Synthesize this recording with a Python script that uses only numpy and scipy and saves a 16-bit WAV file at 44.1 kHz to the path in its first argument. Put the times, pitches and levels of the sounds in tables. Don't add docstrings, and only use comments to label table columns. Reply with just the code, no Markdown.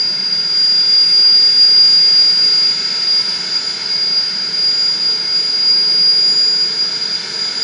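import sys
import numpy as np
from scipy import signal
from scipy.fft import rfft, irfft, next_fast_len
from scipy.io import wavfile
from scipy.ndimage import uniform_filter1d

SR = 44100
rng = np.random.default_rng(int(sys.argv[2]) if len(sys.argv) > 2 else 0)


def unload_audio(sound):
    columns = np.transpose(np.atleast_2d(sound))
    steps = np.round(np.clip(columns, -1, 1) * 32767)
    wavfile.write(sys.argv[1], SR, steps.astype(np.int16))


def amplitude_ratio(level_db):
    exponent = np.asarray(level_db, float) / 20
    return 10 ** exponent


N = 336483
PAD = next_fast_len(N)
TIME = np.arange(N) / SR
THIRDS = [0, TIME[-1] / 2, TIME[-1]]  # start, middle and end in s
SLOW_SR = 1050
SLOW = np.arange(int(TIME[-1] * SLOW_SR) + 2) / SLOW_SR


def whine(turns):
    # [t/s, level/dB]
    blade_tone = [(0.0, -14.0), (0.17, -19.5), (0.95, -10.0), (1.6, -7.5), (2.7, -12.0), (2.75, -17.5),
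                  (3.79, -25), (3.92, -16.5), (5.12, -14.0), (5.18, -21), (5.82, -13.0), (6.39, -11.5),
                  (7.4, -32), (7.63, -18.0)]
    # [t/s, half length/s, level/dB]
    eddies = [(0.47, 0.061, -3.5), (0.6, 0.099, 3), (0.87, 0.027, -2.0), (1.1, 0.055, -2.5),
              (1.58, 0.1, -4.5), (1.62, 0.044, 5), (1.81, 0.049, 2.0), (2.19, 0.038, 2.5),
              (2.35, 0.051, -2.0), (3.17, 0.16, 9), (3.24, 0.033, -5.5), (3.56, 0.027, 11),
              (3.67, 0.034, 7.5), (4.18, 0.025, 3), (4.38, 0.13, -4), (4.52, 0.038, -4.5),
              (4.68, 0.03, 2.5), (4.98, 0.048, -5.5), (5.35, 0.057, 5.5), (5.71, 0.076, 4.0),
              (6.08, 0.041, 2.5), (6.35, 0.018, -6), (6.62, 0.027, 3.5), (6.82, 0.036, 6.5),
              (6.94, 0.028, 4.5), (7.03, 0.021, 7.5), (7.15, 0.052, 8.5), (7.42, 0.07, 14.0),
              (4.31, .03, -3), (7.3, .05, -6)]
    # [multiple of shaft, level at start/dB, level at end/dB]
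    upper_tones = [
        (16, -46, -44.5),
        (22, -61, -55.5),
    ]
    lower_tones = [(2, -63, -60.5), (3, -54, -47.5), (4, -51, -51), (5, -43.5, -46), (8, -46, -49)]
    # [t/s, half length/s, level/dB, multiple of shaft]
    upper_fades = [(0.24, 0.14, -10, 16), (1.3, 0.059, -12, 16), (1.757, 0.254, 8.5, 16),
                   (1.755, 0.095, -17, 16), (2.81, 0.29, 5, 16), (3.12, 0.084, -5.5, 16),
                   (3.669, 0.28, 5, 16), (4.14, 0.36, -6, 16), (4.825, 0.11, 6.5, 16),
                   (5.24, 0.062, -7.5, 16), (5.41, 0.046, 5.5, 16), (5.79, 0.05, -8, 16),
                   (6.08, 0.183, -12, 16), (6.3, 0.35, 8.5, 16), (7.16, 0.109, -2, 16), (7.5, 0.2, 6, 16),
                   (0.63, 0.13, 8, 22), (1.094, 0.19, 11.5, 22), (1.59, 0.18, 10.5, 22),
                   (1.93, 0.05, 10.5, 22), (2.473, 0.32, 7.5, 22), (2.85, 0.046, -13, 22),
                   (3.29, 0.188, 8.5, 22), (3.69, 0.048, 8, 22), (4.1, 0.116, -7, 22), (4.66, 0.058, 5, 22),
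                   (5.462, 0.045, 7, 22), (5.8, 0.04, 6.0, 22), (5.93, 0.046, 7, 22), (6.23, 0.21, 8.5, 22)]
    lower_fades = [(3.95, 1, 11, 2), (5.4, 0.45, 7, 2), (7.5, .4, 6, 2), (0, .15, -12, 3),
                   (3.09, 0.85, 7.5, 3), (4.75, .31, -3, 3), (6.38, .34, -15, 3), (7.54, .15, 3, 3),
                   (.48, .18, -4.5, 4), (2.15, .23, 3, 4), (3.29, .27, 5, 4), (4.45, .11, 6, 4),
                   (5.67, .3, -3, 4), (7.62, .8, 6.5, 4), (.52, .48, -9.5, 5), (2.1, .64, -6, 5),
                   (2.71, .19, 5, 5), (3.95, .15, 4.5, 5), (4.27, .12, -3, 5), (5.02, .11, -5, 5),
                   (5.31, .19, 2.5, 5), (6.49, .11, -7, 5), (.03, .28, -10, 8), (.92, .17, 5, 8),
                   (2.31, .11, -12, 8), (2.61, .15, 5, 8), (3.52, .22, 2.5, 8), (4.45, .19, -11, 8),
                   (5.78, .31, -5.5, 8), (7.35, .45, 8, 8)]

    level_db = curve(blade_tone)[0] + np.interp(TIME, SLOW, swells(eddies))
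    near = amplitude_ratio(level_db) * (1 + amplitude_ratio(-21) * flutter(width_hz=22))
    scattered = amplitude_ratio(-31.0) * flutter(width_hz=52, shift_hz=29.6)
    scattered = scattered + amplitude_ratio(-32.5) * flutter(width_hz=120, shift_hz=20)
    out = tone(turns, multiple=11) * (near + scattered)

    upper = fading(upper_tones, upper_fades)
    for (multiple, gain), skirt_db, waver in zip(upper, (-14.5, -12), (.3, .45)):
        skirt = amplitude_ratio(skirt_db) * flutter(width_hz=40, shift_hz=16)
        out = out + tone(turns, multiple) * gain * (.95 + waver * flutter(width_hz=12) + skirt)
    for multiple, gain in fading(lower_tones, lower_fades):
        out = out + tone(turns, multiple) * gain * (1.03 + .22 * flutter(width_hz=6))
    return out.real


def blade_echo(turns, hz):
    # [t/s, blades per s]
    rotor = [(0, 7.84), (2, 8.744), (4, 9.536), (6, 10.216), (7.63, 10.687)]
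    # [place in the pass 0-1, span/pass, path bend/m, level/dB, phase/turns]
    glints = [
        (-.03, .07, 4.5, 4.5, .15),
        (-.1, .05, 8, -7, .15),
        (.5, .09, 2, -1, 0),
        (.25, .06, 3, -4, .3),
    ]
    # [t/s, lead/turns of blade tone]
    echo_lead = [(0, -.15), (1.9, .46), (2.4, .38), (3.3, .43), (4.2, .04), (5.1, .13), (5.8, -.18),
                 (6.5, -.15), (7.63, 0)]

    coarse = slice(None, None, 8)
    passes = (.378 + np.cumsum(curve(rotor)[0]) / SR)[coarse]
    echo_db = -25.5 - 0.5 * TIME[coarse]
    lead = curve(echo_lead)[0][coarse]
    out = 0
    for centre, span, bend_m, db, phase in glints:
        number = np.round(passes - centre).astype(int)
        chance = rng.standard_normal((number.max() + 1, 2))[number].T
        angle = passes - number - max(centre, 0)
        late = 11 * hz[coarse] * bend_m * angle ** 2 / 343
        flash = np.exp(-((passes - number - centre) / span) ** 2)
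        size = flash * amplitude_ratio(echo_db + db + 2.3 * chance[0])
        out = out + size * np.exp(2j * np.pi * (phase + lead + .05 * chance[1] - late))
    out = np.interp(TIME, TIME[coarse], out)
    return (tone(turns, multiple=11) * out * (.95 + .3 * flutter(width_hz=90))).real


def sidelines(turns):
    # [multiple of shaft, early level/dB, middle level/dB, late level/dB]
    orders = [(1.001, -61.5, -54, -46.5), (6, -52.5, -54, -64.5), (6.96, -70, -60.5, -55),
              (9.13, -53, -51.5, -49), (10, -62.5, -49.5, -62), (12, -46, -49, -49), (13, -55, -56, -53.5),
              (14, -50.5, -53, -51), (15.1, -62.5, -58.5, -59), (16.7, -66.5, -69, -65.5),
              (18, -79.5, -76.5, -77), (19, -74, -68.5, -63.5), (20.1, -67.5, -73, -69),
              (21.2, -61.5, -70.5, -80), (23, -70.5, -74.5, -75)]
    out = 0
    for multiple, *db in orders:
        fade = np.interp(TIME, THIRDS, amplitude_ratio(np.array(db))) * (0.95 + 0.5 * flutter(width_hz=1.6))
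        out = out + (tone(turns + rng.random(), round(multiple)) * fade).real
    return out


def rush():
    # [f/Hz, level/dB per Hz]
    bed_curve = [(25, -48), (40, -31.5), (55, -17.5), (110, -17), (300, -11.5), (700, -13.5), (1150, -16.5),
                 (2000, -12), (3100, -15), (4800, -8.5), (5900, -15.5), (7200, -25), (8500, -30),
                 (10500, -33)]
    # [delay/s, level/dB, clearest f/Hz, width/Hz]
    walls = [(.0068, -29.5, 497, 1490), (.0113, -20, 500, 1500), (.0297, -16, 3300, 1513),
             (.0325, -9.5, 1875, 1300), (0.0317, -14, 302, 700), (.0343, -14.5, 1880, 1300),
             (.0361, -13, 1900, 1300)]
    # [t/s, level/dB]
    flow = [(0, -3), (0.4, -2.5), (0.65, -1), (1.4, .5), (2.35, 2.5), (3.3, 2), (4.3, 0), (4.8, 0),
            (5.5, -0.3), (6.1, 0), (6.6, -0.5), (7.2, 2), (7.63, 2)]
    band_hz = [300, 1900, 5000, 8300]
    flow_shares = [-0.0049, .7, 1, 1.1]
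    # [f/Hz, width/Hz, level over the bed/dB, drift/dB per s]
    flow_humps = [(185, 118, 10, 0), (245.5, 36, 6, 0), (402, 213, 5.5, 0.2), (634, 67, 1.5, 0),
                  (950, 186, 4.5, 0.03), (1247, 190, -3.2, 0.8), (1435, 230, 10, -.05),
                  (1622, 210, 5.5, 0.2), (1862, 100, 2, -1), (2141, 202, 6, -0.56), (2345, 120, 3, -0.2),
                  (2613, 150, 2, -1), (2864, 190, -1, -1.2),
                  (3103, 210, 2.5, -.05), (3520, 190, 4, -0.33), (3785, 170, -2.8, .3),
                    (4200, 400, 1.7, .2), (4526, 340, 8.5, -0.17), (5030, 160, 5.5, .05),
                    (5300, 370, 10, -.45), (5750, 230, 7, -.25), (5980, 180, 2.5, .05), (6430, 510, 5, .1),
                    (7050, 230, -0.3, -.25), (7700, 160, -1, -.3), (8400, 190, 1.2, .05),
                    (9720, 500, 2.5, -.05)]

    hz = np.maximum(np.fft.rfftfreq(PAD, 1 / SR), 1)
    bed_hz, bed_db = np.transpose(bed_curve)
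    bed = amplitude_ratio(np.interp(np.log(hz), np.log(bed_hz), bed_db))
    ripple = 1
    for delay_s, db, mid_hz, width_hz in walls:
        reach = (2 * (hz - mid_hz) / width_hz) ** 4
        ripple = ripple + amplitude_ratio(db) * np.exp(-2j * np.pi * hz * delay_s - reach)
    bed = bed * ripple
    bed = bed * (1 - amplitude_ratio(-18.5) * np.exp(-2j * np.pi * hz * 0.003613 - (hz / 3800) ** 4))

    flow_db = np.interp(SLOW, *np.transpose(flow))
    out = 0
    for band, follows in enumerate(flow_shares):
        share = np.interp(np.log(hz), np.log(band_hz), np.arange(4) == band)
        out = out + coloured(bed * np.sqrt(share), follows * flow_db + 0.53 * walk(9))
    for centre_hz, width_hz, db, drift_db in flow_humps:
        bell = np.exp(-(2 * (hz - centre_hz) / width_hz) ** 2)
        breath_db = db + drift_db * (SLOW - THIRDS[1]) + .7 * walk(1.5) + 1.3 * walk(8)
        follows = np.interp(centre_hz, band_hz, flow_shares)
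        out = out + coloured(bed * bell, follows * flow_db + breath_db)
    return out * amplitude_ratio(-28) / np.sqrt(np.mean(out ** 2))


def tone(turns, multiple):
    return np.sqrt(2) * np.exp(2j * np.pi * multiple * turns)


def flutter(width_hz, shift_hz=0):
    hz = np.fft.fftfreq(len(SLOW), 1 / SLOW_SR)
    z = rng.standard_normal(len(hz)) + 1j * rng.standard_normal(len(hz))
    z = z / (1 + ((hz - shift_hz) / width_hz) ** 2)
    return np.interp(TIME, SLOW, np.fft.ifft(z) * len(hz) / np.sqrt(np.sum(abs(z) ** 2)))


def fading(levels, fades):
    out = []
    for multiple, first_db, last_db in levels:
        own = [row[:-1] for row in fades if round(row[-1]) == round(multiple)]
        db = np.linspace(first_db, last_db, len(SLOW)) + swells(own)
        out.append((round(multiple), np.interp(TIME, SLOW, amplitude_ratio(db))))
    return out


def swells(rows):
    return sum(db * np.exp(-((SLOW - s) / half_s) ** 2) for s, half_s, db in rows)


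def curve(table):
    s, *columns = np.transpose(table)
    return [np.interp(TIME, s, c) for c in columns]


def walk(rate):
    k = int(SLOW_SR / rate)
    held = np.repeat(rng.standard_normal(len(SLOW) // 8), k)[:len(SLOW)]
    return 0.91 * uniform_filter1d(uniform_filter1d(held, k), k)


def coloured(shape, db):
    noise = irfft(shape * np.exp(2j * np.pi * rng.random(len(shape))), PAD)[:N]
    return noise * np.interp(TIME, SLOW, amplitude_ratio(db))


def scene():
    # [t/s, turns per s]
    shaft = [(0, 438.3), (1, 438.1), (2, 438.33), (3, 438.72), (4, 439.12), (5, 439.5), (6, 440.05),
             (7, 440.55), (7.63, 440.8)]
    hz = curve(shaft)[0]
    turns = .02 + np.cumsum(hz) / SR
    return (whine(turns) + blade_echo(turns, hz) + sidelines(turns) + rush())[None]


def top_cut(x):
    return signal.sosfilt(signal.butter(12, 10770, fs=SR, output="sos"), x)


def record(dry):
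    edge = np.clip((10500 - np.fft.rfftfreq(PAD, 1 / SR)) / 110 + 1, 0, 1) ** 4
    mix = irfft(rfft(dry, PAD) * edge, PAD)[:, :N]
    return top_cut(mix)


dry = scene()
out = record(dry)
unload_audio(out)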